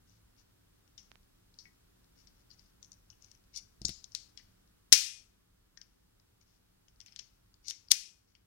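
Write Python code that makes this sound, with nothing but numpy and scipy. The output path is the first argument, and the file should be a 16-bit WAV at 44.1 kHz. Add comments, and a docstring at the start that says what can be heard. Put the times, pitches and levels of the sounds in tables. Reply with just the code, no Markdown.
"""A quiet, bare room, where hands work a small die-cast toy pistol close to the left microphone.
Loose parts tick, the magazine is pushed home with a spring ping and soft thuds, and the slide is
drawn back with a rasp and twice snaps shut, hard enough to overload the microphone. Clicks and
rasp all ring the same hand-damped casting; short reflections and a low rumble sit behind them."""
import sys
import numpy as np
from scipy import signal
from scipy.fft import rfft, irfft, next_fast_len
from scipy.io import wavfile
from scipy.ndimage import uniform_filter1d, minimum_filter1d

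SR = 44100
rng = np.random.default_rng(int(sys.argv[2]) if len(sys.argv) > 2 else 0)


def file_out(sig):
    """Save sig as 16-bit WAV at sys.argv[1]."""
    # one column per channel
    cols = np.atleast_2d(sig).T
    # limit, then scale
    lim = np.clip(cols, -1, 1)
    pcm = np.round(lim * 32767).astype(np.int16)
    wavfile.write(sys.argv[1], SR, pcm)


N = 373067
TIME = np.arange(N) / SR
CUTOFF_HZ = 16000

# The slide snaps shut. Each row: start in seconds, level in dB, low ring in dB, room send in dB,
# rebound gap in seconds, loss per rebound in dB, slide ring in dB, overload bark in dB.
SLAMS = [(4.9252, 1, -0.5, -6, .0064, 8.5, -30, -34.5), (7.916, -6.5, 0, -11, .0052, 13.5, -43.5, -48)]
def slam_blows(centre_hz=5650, edge_db=5, catch_lead_s=.004, catch_db=-19.5):
    """The slide clips the catch, lands hard and rebounds; returns blows for metal_clicks."""
    blows = []
    for s, db, low_db, room_db, gap_s, loss_db, _, _ in SLAMS:
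        hits = [(s - catch_lead_s, catch_db)] + bounces(s, db, gap_s, loss_db)
        blows += [(*hit, centre_hz, low_db, edge_db, room_db) for hit in hits]
    return blows


# The slide's bright ring, and the short low bark of the overloaded microphone on each snap.
# Each row: pitch in Hz, level in dB, seconds to fade by 60 dB.
SLIDE_MODES = [(2472, 0.5, .28), (2770, -2, .26), (3170, -5.5, .2), (4000, -3, .2), (4835, 0, .36),
               (5100, -1.5, .42), (5400, 0.5, 0.39), (6060, -1.5, .4)]
OVERLOAD_MODES = [(563, -0.5, 0.019), (1530, 5, .016)]
def slam_ring():
    """Each slam leaves the slide ringing; two fast-dying tones imitate the microphone's overload bark."""
    slide = struck([(s, ring_db) for s, *_, ring_db, _ in SLAMS], SLIDE_MODES)
    bark = struck([(s, bark_db) for s, *_, bark_db in SLAMS], OVERLOAD_MODES)
    return slide + bark


# Metal meets metal. Each row: start in seconds, level in dB, ring centre in Hz, low ring in dB,
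# bright edge in dB, room send in dB, first bounce gap in seconds (no bounce below 1 ms).
CONTACTS = [(0.877, -58.5, 5300, 14, -6, -6, 0), (0.9783, -43.5, 5600, 5.5, -2, 3.5, 0.00013),
            (1.5405, -56.5, 5000, -16, -1, -2, 0.0012), (1.5874, -42.5, 5110, -9.5, -9.5, 2, .006),
            (2.0432, -59.5, 5240, 4, -3.5, -13, 0), (2.2713, -51, 4990, 6, -10, -1, .006),
            (2.5932, -51.5, 5140, 2, -23, -10, 0), (2.8275, -43, 6050, -1.5, -3.5, -4, .018),
            (2.918, -44, 5750, -15, -2, -6, .012), (3.1013, -45.5, 5800, -15.5, -20, -2.5, 0.000099),
            (3.2223, -49.5, 6240, -15, 6.5, -12, 0.00032), (3.2443, -48.5, 6200, 4, -2.5, -4, 0.00077),
            (3.3144, -48.5, 5600, 11.5, 4, -7, .035), (3.5599, -35, 5260, -17, -19, -18.5, .006),
            (3.8164, -39.5, 4830, -3, 1, -5.5, 0.00055), (3.849, -33, 5290, -17.5, -4, -3, 0.0013),
            (3.852, -19, 5450, -25, -4, -11, 0.00088), (3.8825, -33, 5100, -5, 3, -8.5, 0),
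            (3.892, -32.5, 4920, -1, 1.5, -2, .004), (4.0418, -38, 5200, -6, -5.5, -8, 0.00057),
            (4.119, -50.5, 5360, 1, -6, 3.5, 0), (4.149, -25.5, 4850, -4.5, -1, -4.5, 0.000035),
            (4.374, -40, 4995, 7, -6.5, -1, 0), (5.773, -46, 5450, 2.5, -21, -5, .0033),
            (5.8144, -42, 5355, 9.5, -21, -7, 0.00082), (6.198, -58.5, 5080, 5, 2, -9, 0.00092),
            (6.882, -55, 5570, 12.5, -21, -2.5, 0.00057), (7.003, -42.5, 5260, 11, -5.5, -10, 0),
            (7.012, -46.5, 5380, 14.5, 2, -2, 0), (7.061, -48, 5400, 11, 7, 3, 0),
            (7.0818, -52.5, 4460, 20.5, -14, 0.5, 0), (7.1226, -51, 5130, 20, -7, -3, .0074),
            (7.161, -38.5, 4600, 1.5, -11, -4.5, 0), (7.1907, -37.5, 5560, 5, -10, -2, 0),
            (7.1941, -35.5, 5300, 7.5, -9.5, -11, 0), (7.5408, -54.5, 4400, -5, -7.5, -4.5, 0),
            (7.6824, -29.5, 5470, -7, -3.5, -8, 0.000066), (7.708, -30.5, 5670, 4.5, -0.5, -5.5, 0),
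            (7.8842, -47, 4960, 1.5, -21, -20.5, 0.00048), (8.351, -53, 4940, 23, -16, -2.5, 0.00047)]
def handling_blows(loss_db=7):
    """Parts meet and bounce as the hands work the pistol; returns blows for metal_clicks."""
    blows = []
    for s, db, *colour, gap_s in CONTACTS:
        blows += [(*hit, *colour) for hit in bounces(s, db, gap_s, loss_db)]
    return blows


def loose_blows(per_s=1.0, db=-63.5, centre_hz=4997, low_db=3.5, edge_db=-5.5, room_db=-4.0):
    """Loose parts tick faintly at random all through the handling."""
    starts = rng.uniform(0, TIME[-1], round(per_s * N / SR))
    return [(s, db, centre_hz, low_db, edge_db, room_db) for s in starts]


def bounces(s, db, gap_s, loss_db, shrink=.7, count=3):
    """A blow and its rebounds, ever weaker and closer together, as pairs of seconds and dB."""
    if gap_s < .001:
        return [(s, db)]
    starts = s + gap_s * np.append(0, np.cumsum(shrink ** np.arange(count - 1)))
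    return list(zip(starts, db - loss_db * np.arange(count)))


# A light touch rings narrowly, a hard blow broadly.
# Each row: blow level in dB, lift of the favoured band in dB.
FOCUS_BY_LEVEL = [(-43, 11), (-42, 9), (-33, 4)]
def metal_clicks(modes, blows, scatter=.87, seat_s=.0011, attack_samples=110):
    """Each blow rings its own mix of the casting's modes; returns the stereo clicks and a room send."""
    direct, send = np.zeros((2, N)), np.zeros(N)
    seating = 1 - np.exp(-(TIME[:modes.shape[1]] + 1 / SR) / seat_s)   # faces take an instant to close
    for s, db, centre_hz, low_db, edge_db, room_db in blows:
        strengths = rng.choice([-1, 1], len(modes)) + scatter * rng.standard_normal((2, len(modes)))
        # the room gathers all directions, so single modes even out: it gets a plain impulse
        rings = np.vstack([strengths @ modes * seating, signal.unit_impulse(len(seating))])
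        focus_db = np.interp(db, *np.transpose(FOCUS_BY_LEVEL))
        rings = coloured(rings, lambda hz: contact_colour(hz, centre_hz, focus_db, low_db, edge_db))
        rings *= from_db(db) / rings[:, :attack_samples].std(axis=1, keepdims=True)
        add(direct, s, rings[:2])
        add(send, s, rings[2] * from_db(room_db))
    return direct, send


def casting_modes(count=140, samples=1100, t60_s=.0091):
    """Crowded modes of slide and frame, damped by the hand within milliseconds; one row each."""
    hz = (np.arange(count) + rng.random(count)) * CUTOFF_HZ / count
    t = TIME[:samples]
    return np.cos(2 * np.pi * hz[:, None] * t) * from_db(-60 * t / t60_s)


# The casting's basic tone. Each row: frequency in Hz, relative level in dB.
CASTING_TONE = [(100, -50.5), (600, -36), (1200, -26), (1900, -16), (2700, -12.5), (3600, -6.5),
                (4300, -2.5), (4800, -5.5), (5500, -3), (6500, -5.5), (7800, -11), (10000, -16.5),
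                (12000, -26.5), (16000, -33.5)]
def contact_colour(hz, centre_hz, focus_db, low_db, edge_db, focus_octaves=.19):
    """A contact's EQ in dB: one band is favoured, heavy parts add low ring, hard corners add edge."""
    octaves_away = np.log2(np.maximum(hz, 1) / centre_hz)
    focus = np.exp(-.5 * (octaves_away / focus_octaves) ** 2)
    low = at_hz([(500, .2), (2000, .92), (3000, .82), (4000, .15)], hz)
    edge = at_hz([(6600, .033), (8500, .69), (14000, 1.6)], hz)
    return at_hz(CASTING_TONE, hz) + focus_db * (focus - .5) + low_db * low + edge_db * edge


# Metal slides on metal. Each row: peak time in seconds, rise in seconds, fall in seconds, peak in dB.
STROKES = [(.11, .04, 0.08, -65.5), (.398, .03, 0.033, -60), (2.195, .04, .06, -62.5),
           (2.4, .06, 0.025, -68), (2.535, .04, .02, -58.5), (2.595, .025, 0.11, -63.5),
           (3.24, .04, .12, -62.5), (3.572, .048, 0.041, -38.5), (6.417, .01, 0.017, -62),
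           (6.5, .04, .08, -67), (7.69, .062, .035, -40), (7.701, .01, 0.015, -35), (7.91, .008, .03, -27),
           (8.294, .02, .03, -68.5)]
def sliding_rasp(modes, slips_per_s=1800, uneven_db=4.0, centre_hz=5200, firm_db=-40.5):
    """Tiny stick-slip catches ring the casting; firm pressure opens a narrow whisper into a broad rasp."""
    catches = rng.random(N) < slips_per_s / SR
    slips = catches * from_db(uneven_db * rng.standard_normal(N)) * rng.choice([-1, 1], N)
    rasp = signal.fftconvolve(slips, rng.choice([-1, 1], len(modes)) @ modes)[:N]
    light = coloured(rasp, lambda hz: contact_colour(hz, centre_hz, focus_db=6.5, low_db=9.5, edge_db=-10))
    firm = coloured(rasp, lambda hz: contact_colour(hz, centre_hz, focus_db=5.5, low_db=-8.5, edge_db=-.5))
    friction = sum(stroke_friction(*stroke) for stroke in STROKES)
    pressure = np.minimum(friction / from_db(firm_db), 1)
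    return friction * ((1 - pressure) * rms_one(light) + pressure * rms_one(firm))


def stroke_friction(peak_s, rise_s, fall_s, peak_db, graze_db=-71.5):
    """Friction swells from a graze to its peak and eases off again, in a rounded arch."""
    phase = np.interp(TIME, [peak_s - rise_s, peak_s, peak_s + fall_s], [-1, 0, 1])
    arch = np.cos(phase * np.pi / 2)
    return from_db(graze_db + (peak_db - graze_db) * arch) * (abs(phase) < 1)


# Hits on the magazine spring. Each row: start in seconds, level in dB.
TWANGS = [(3.853, -33), (3.894, -53)]
# The spring's ping. Each row: pitch in Hz, level in dB, seconds to fade by 60 dB.
SPRING_MODES = [(3910, -12, 0.28), (4560, -7, 0.17), (5000, -9.5, 0.31), (5680, -7.5, 0.24),
                (6720, -1, .14), (7300, -8, .2)]
def spring_ping():
    """The spring twangs as the magazine is pushed home."""
    return struck(TWANGS, SPRING_MODES)


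# Small clinks. Each row: start in seconds, level in dB, pitch in Hz.
CLINKS = [(.98, -49.5, 3700), (.981, -56, 3030), (1.655, -48, 2200), (2.504, -47.5, 4800),
          (2.513, -43.5, 4744), (3.102, -58, 2980), (3.129, -55.5, 2940), (3.577, -44.5, 8840),
          (4.376, -46.5, 3336), (4.397, -53, 2010), (5.774, -48.5, 1810), (5.814, -47, 5320),
          (7.193, -43, 6400)]
# One clink's ring. Each row: multiple of its pitch, level in dB, seconds to fade by 60 dB.
CLINK_MODES = [(0.889, -16.5, 0.23), (1, 1.5, 0.026), (1.13, -8.5, .025)]
def part_clinks():
    """Small parts ring on after a hit, each at its own pitch."""
    out = np.zeros(N)
    for s, db, hz in CLINKS:
        modes = [(hz * ratio, mode_db, t60_s) for ratio, mode_db, t60_s in CLINK_MODES]
        out += struck([(s, db)], modes)
    return out


# Three palm thuds, then one overload thump. Each row: start in seconds, level in dB.
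THUDS = [(3.8162, -46), (3.8495, -41.5), (3.8915, -43), (4.926, -49)]
# The dull body they share. Each row: pitch in Hz, level in dB, seconds to fade by 60 dB.
THUD_MODES = [(62, -0.5, 0.18), (127, 3, 0.069), (194, 0.5, 0.076), (318.3, -3, 0.046),
              (666.4, -17.5, 0.09)]
def low_thuds():
    """The palm drives the magazine in; the same tones imitate the loudest snap's overload thump."""
    return -struck(THUDS, THUD_MODES)


# Fingertip clicks. Each row: start in seconds, relative level in dB.
FINGER_TICKS = [(1.1167, -26), (1.1564, -30.5)]
def finger_ticks(band_hz=(150, 3800), gain_db=7.5, left_db=-27.0):
    """A fingertip clicks beside the right microphone: dry single pulses with no ring."""
    pulses = np.full(N, 1e-18)   # a tiny floor keeps the filter from underflowing
    for s, db in FINGER_TICKS:
        add(pulses, s, -from_db([db + gain_db]))
    ticks = signal.sosfilt(signal.butter(2, band_hz, "band", fs=SR, output="sos"), pulses)
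    return ticks * from_db([[left_db], [0]])


# The tone of the reflections. Each row: frequency in Hz, gain in dB.
WALL_TONE = [(200, -9), (700, -7), (1400, 1.5), (2500, 2), (3600, -2), (4800, -1.5), (6200, -1), (9000, -5),
             (15000, -1.5)]
# The length of the tail. Each row: frequency in Hz, seconds to fade by 60 dB.
ROOM_DECAY = [(300, .35), (2000, 0.51), (5500, .41), (9000, 0.48), (15000, 0.36)]
def room(send, build_s=.0016, early_db=5.5, early_s=.012, bands=12):
    """Dense reflections: strong early ones from table and hands, then a short tail, fading by band."""
    t = TIME[:SR // 2]
    white = rfft(rng.standard_normal((2, len(t))))
    hz = np.arange(len(t) // 2 + 1) * SR / len(t)
    edges, tail = np.linspace(0, SR / 2, bands + 1), 0
    for low, high in zip(edges, edges[1:]):
        band = irfft(white * ((hz >= low) & (hz < high)), len(t))
        tail = tail + band * from_db(-60 * t / at_hz(ROOM_DECAY, (low + high) / 2))
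    build_up = 1 - np.exp(-(t / build_s) ** 2)
    early_lift = from_db(early_db * np.exp(-t / early_s))
    tail = rms_one(tail * build_up * early_lift) / np.sqrt(len(t))
    response = coloured(tail, lambda hz: at_hz(WALL_TONE, hz))
    return signal.fftconvolve(send[None], response, axes=1)[:, :N]


# The room tone. Each row: frequency in Hz, relative level in dB.
AIR_TONE = [(12, -33), (20, 1.5), (55, 0), (77, -8.5), (107, -1.5), (138, -15), (182, -7), (228, -16.5),
            (277, -15.5), (624, -27.5), (1440, -24.5), (2260, -31), (5080, -31.5), (6360, -33),
            (16000, -34)]
# Its stereo width. Each row: frequency in Hz, left-right correlation.
AIR_LIKENESS = [(60, 0.97), (130, 1), (290, -0.33), (640, -.45), (1400, 0.32), (3100, -0.42),
                (15000, -0.099)]
# Its gentle swell. Each row: time in seconds, gain in dB.
AIR_SWELL = [(0, 2), (1, 2), (2.3, 3), (3.2, 2), (4.5, 2.5), (5.5, -0.5), (6.7, 0), (7.4, 0.5), (8.46, -3)]
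def still_air(level_db=-64.0):
    """Low room rumble shared by both microphones, and their own hiss."""
    size = next_fast_len(N, True)
    mid, side = rfft(rng.standard_normal((2, size)))
    hz = np.arange(len(mid)) * SR / size
    alike = np.clip(at_hz(AIR_LIKENESS, hz), -.9, .99)
    width = np.sqrt((1 - alike) / (1 + alike))
    spectrum = (mid + width * side * [[1], [-1]]) * from_db(at_hz(AIR_TONE, hz))
    swell_db = np.interp(TIME, *np.transpose(AIR_SWELL))
    return rms_one(irfft(spectrum, size)[:, :N]) * from_db(level_db + swell_db)


def struck(hits, modes):
    """Every hit sets the same few decaying sines ringing."""
    t, out = TIME[:SR // 2], np.zeros(N)
    ring = sum(from_db(db - 60 * t / t60_s) * np.sin(2 * np.pi * hz * t) for hz, db, t60_s in modes)
    for s, db in hits:
        add(out, s, from_db(db) * ring)
    return out


def coloured(x, db_at):
    """Causal (minimum-phase) filter whose gain in dB is db_at(Hz)."""
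    size = 2 * next_fast_len(x.shape[-1])
    hz = np.arange(size // 2 + 1) * SR / size
    cepstrum = irfft(np.log(from_db(db_at(hz))))
    cepstrum[1:size // 2] *= 2
    cepstrum[size // 2 + 1:] = 0
    return irfft(rfft(x, size) * np.exp(rfft(cepstrum)))[..., :x.shape[-1]]


def at_hz(points, hz):
    """Read a table on a log-frequency axis."""
    f, value = np.transpose(points)
    return np.interp(np.log(np.maximum(hz, 1)), np.log(f), value)


def add(out, s, x):
    """Mix x into out from s seconds on."""
    i = round(s * SR)
    out[..., i:i + x.shape[-1]] += x[..., :N - i]


def from_db(db):
    return 10 ** (np.asarray(db) / 20)


def rms_one(x):
    return x / np.sqrt(np.mean(x ** 2) + 1e-20)


# The right microphone faces away. Each row: frequency in Hz, gain against the left in dB.
RIGHT_SHADOW = [(100, 3.5), (400, 1.5), (1300, -11), (2500, -8), (4400, -17), (6500, -18.5), (8000, -12.5),
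                (10000, -4.5), (15000, -1.5)]
def scene(rasp_room_db=-8.5, ring_room_db=-6.5, right_lag_s=.00059):
    """The pistol's metal and its reflections reach the right microphone later and duller."""
    modes = casting_modes()
    clicks, click_send = metal_clicks(modes, handling_blows() + slam_blows() + loose_blows())
    rasp = sliding_rasp(modes)
    ring = slam_ring() + spring_ping() + part_clinks()
    send = click_send + from_db(rasp_room_db) * rasp + from_db(ring_room_db) * ring
    left, right = clicks + rasp + ring + room(send)
    delayed = np.interp(TIME - right_lag_s, TIME, right)
    right = coloured(delayed, lambda hz: at_hz(RIGHT_SHADOW, hz))
    return np.array([left, right]) + low_thuds() + finger_ticks() + still_air()


def noise_suppressor(x, depth_db=4.5, threshold_db=5.0, span_db=10.0, frame_samples=512):
    """Bands near their median level are turned down, so tails end early."""
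    _, _, frames = signal.stft(x, nperseg=frame_samples)
    power = uniform_filter1d(abs(frames) ** 2, size=7, axis=1)   # smooth over frequency
    power = uniform_filter1d(power, size=3, axis=2)   # and over time
    level_db = 10 * np.log10(np.maximum(power, 1e-20))
    above_db = level_db - np.median(level_db, axis=2, keepdims=True)
    opening = np.clip((above_db - threshold_db) / span_db, 0, 1)
    return signal.istft(frames * from_db(depth_db * (opening - 1)), nperseg=frame_samples)[1][:, :N]


def record(dry, bass_cut_hz=28.0, limit=2.0, ceiling=1.0, limiter_samples=31):
    """Deep bass and hiss are turned down; the loudest snaps hit a fast limiter and clip; the top is cut."""
    bass_cut = signal.butter(2, bass_cut_hz, "high", fs=SR, output="sos")
    top_cut = signal.ellip(10, .1, 80, CUTOFF_HZ, fs=SR, output="sos")
    x = noise_suppressor(signal.sosfilt(bass_cut, dry))
    needed_gain = limit / np.maximum(abs(x), limit)
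    gain = uniform_filter1d(minimum_filter1d(needed_gain, limiter_samples), limiter_samples)
    return signal.sosfilt(top_cut, np.clip(x * gain, -ceiling, ceiling))


dry = scene()
out = record(dry)
file_out(out)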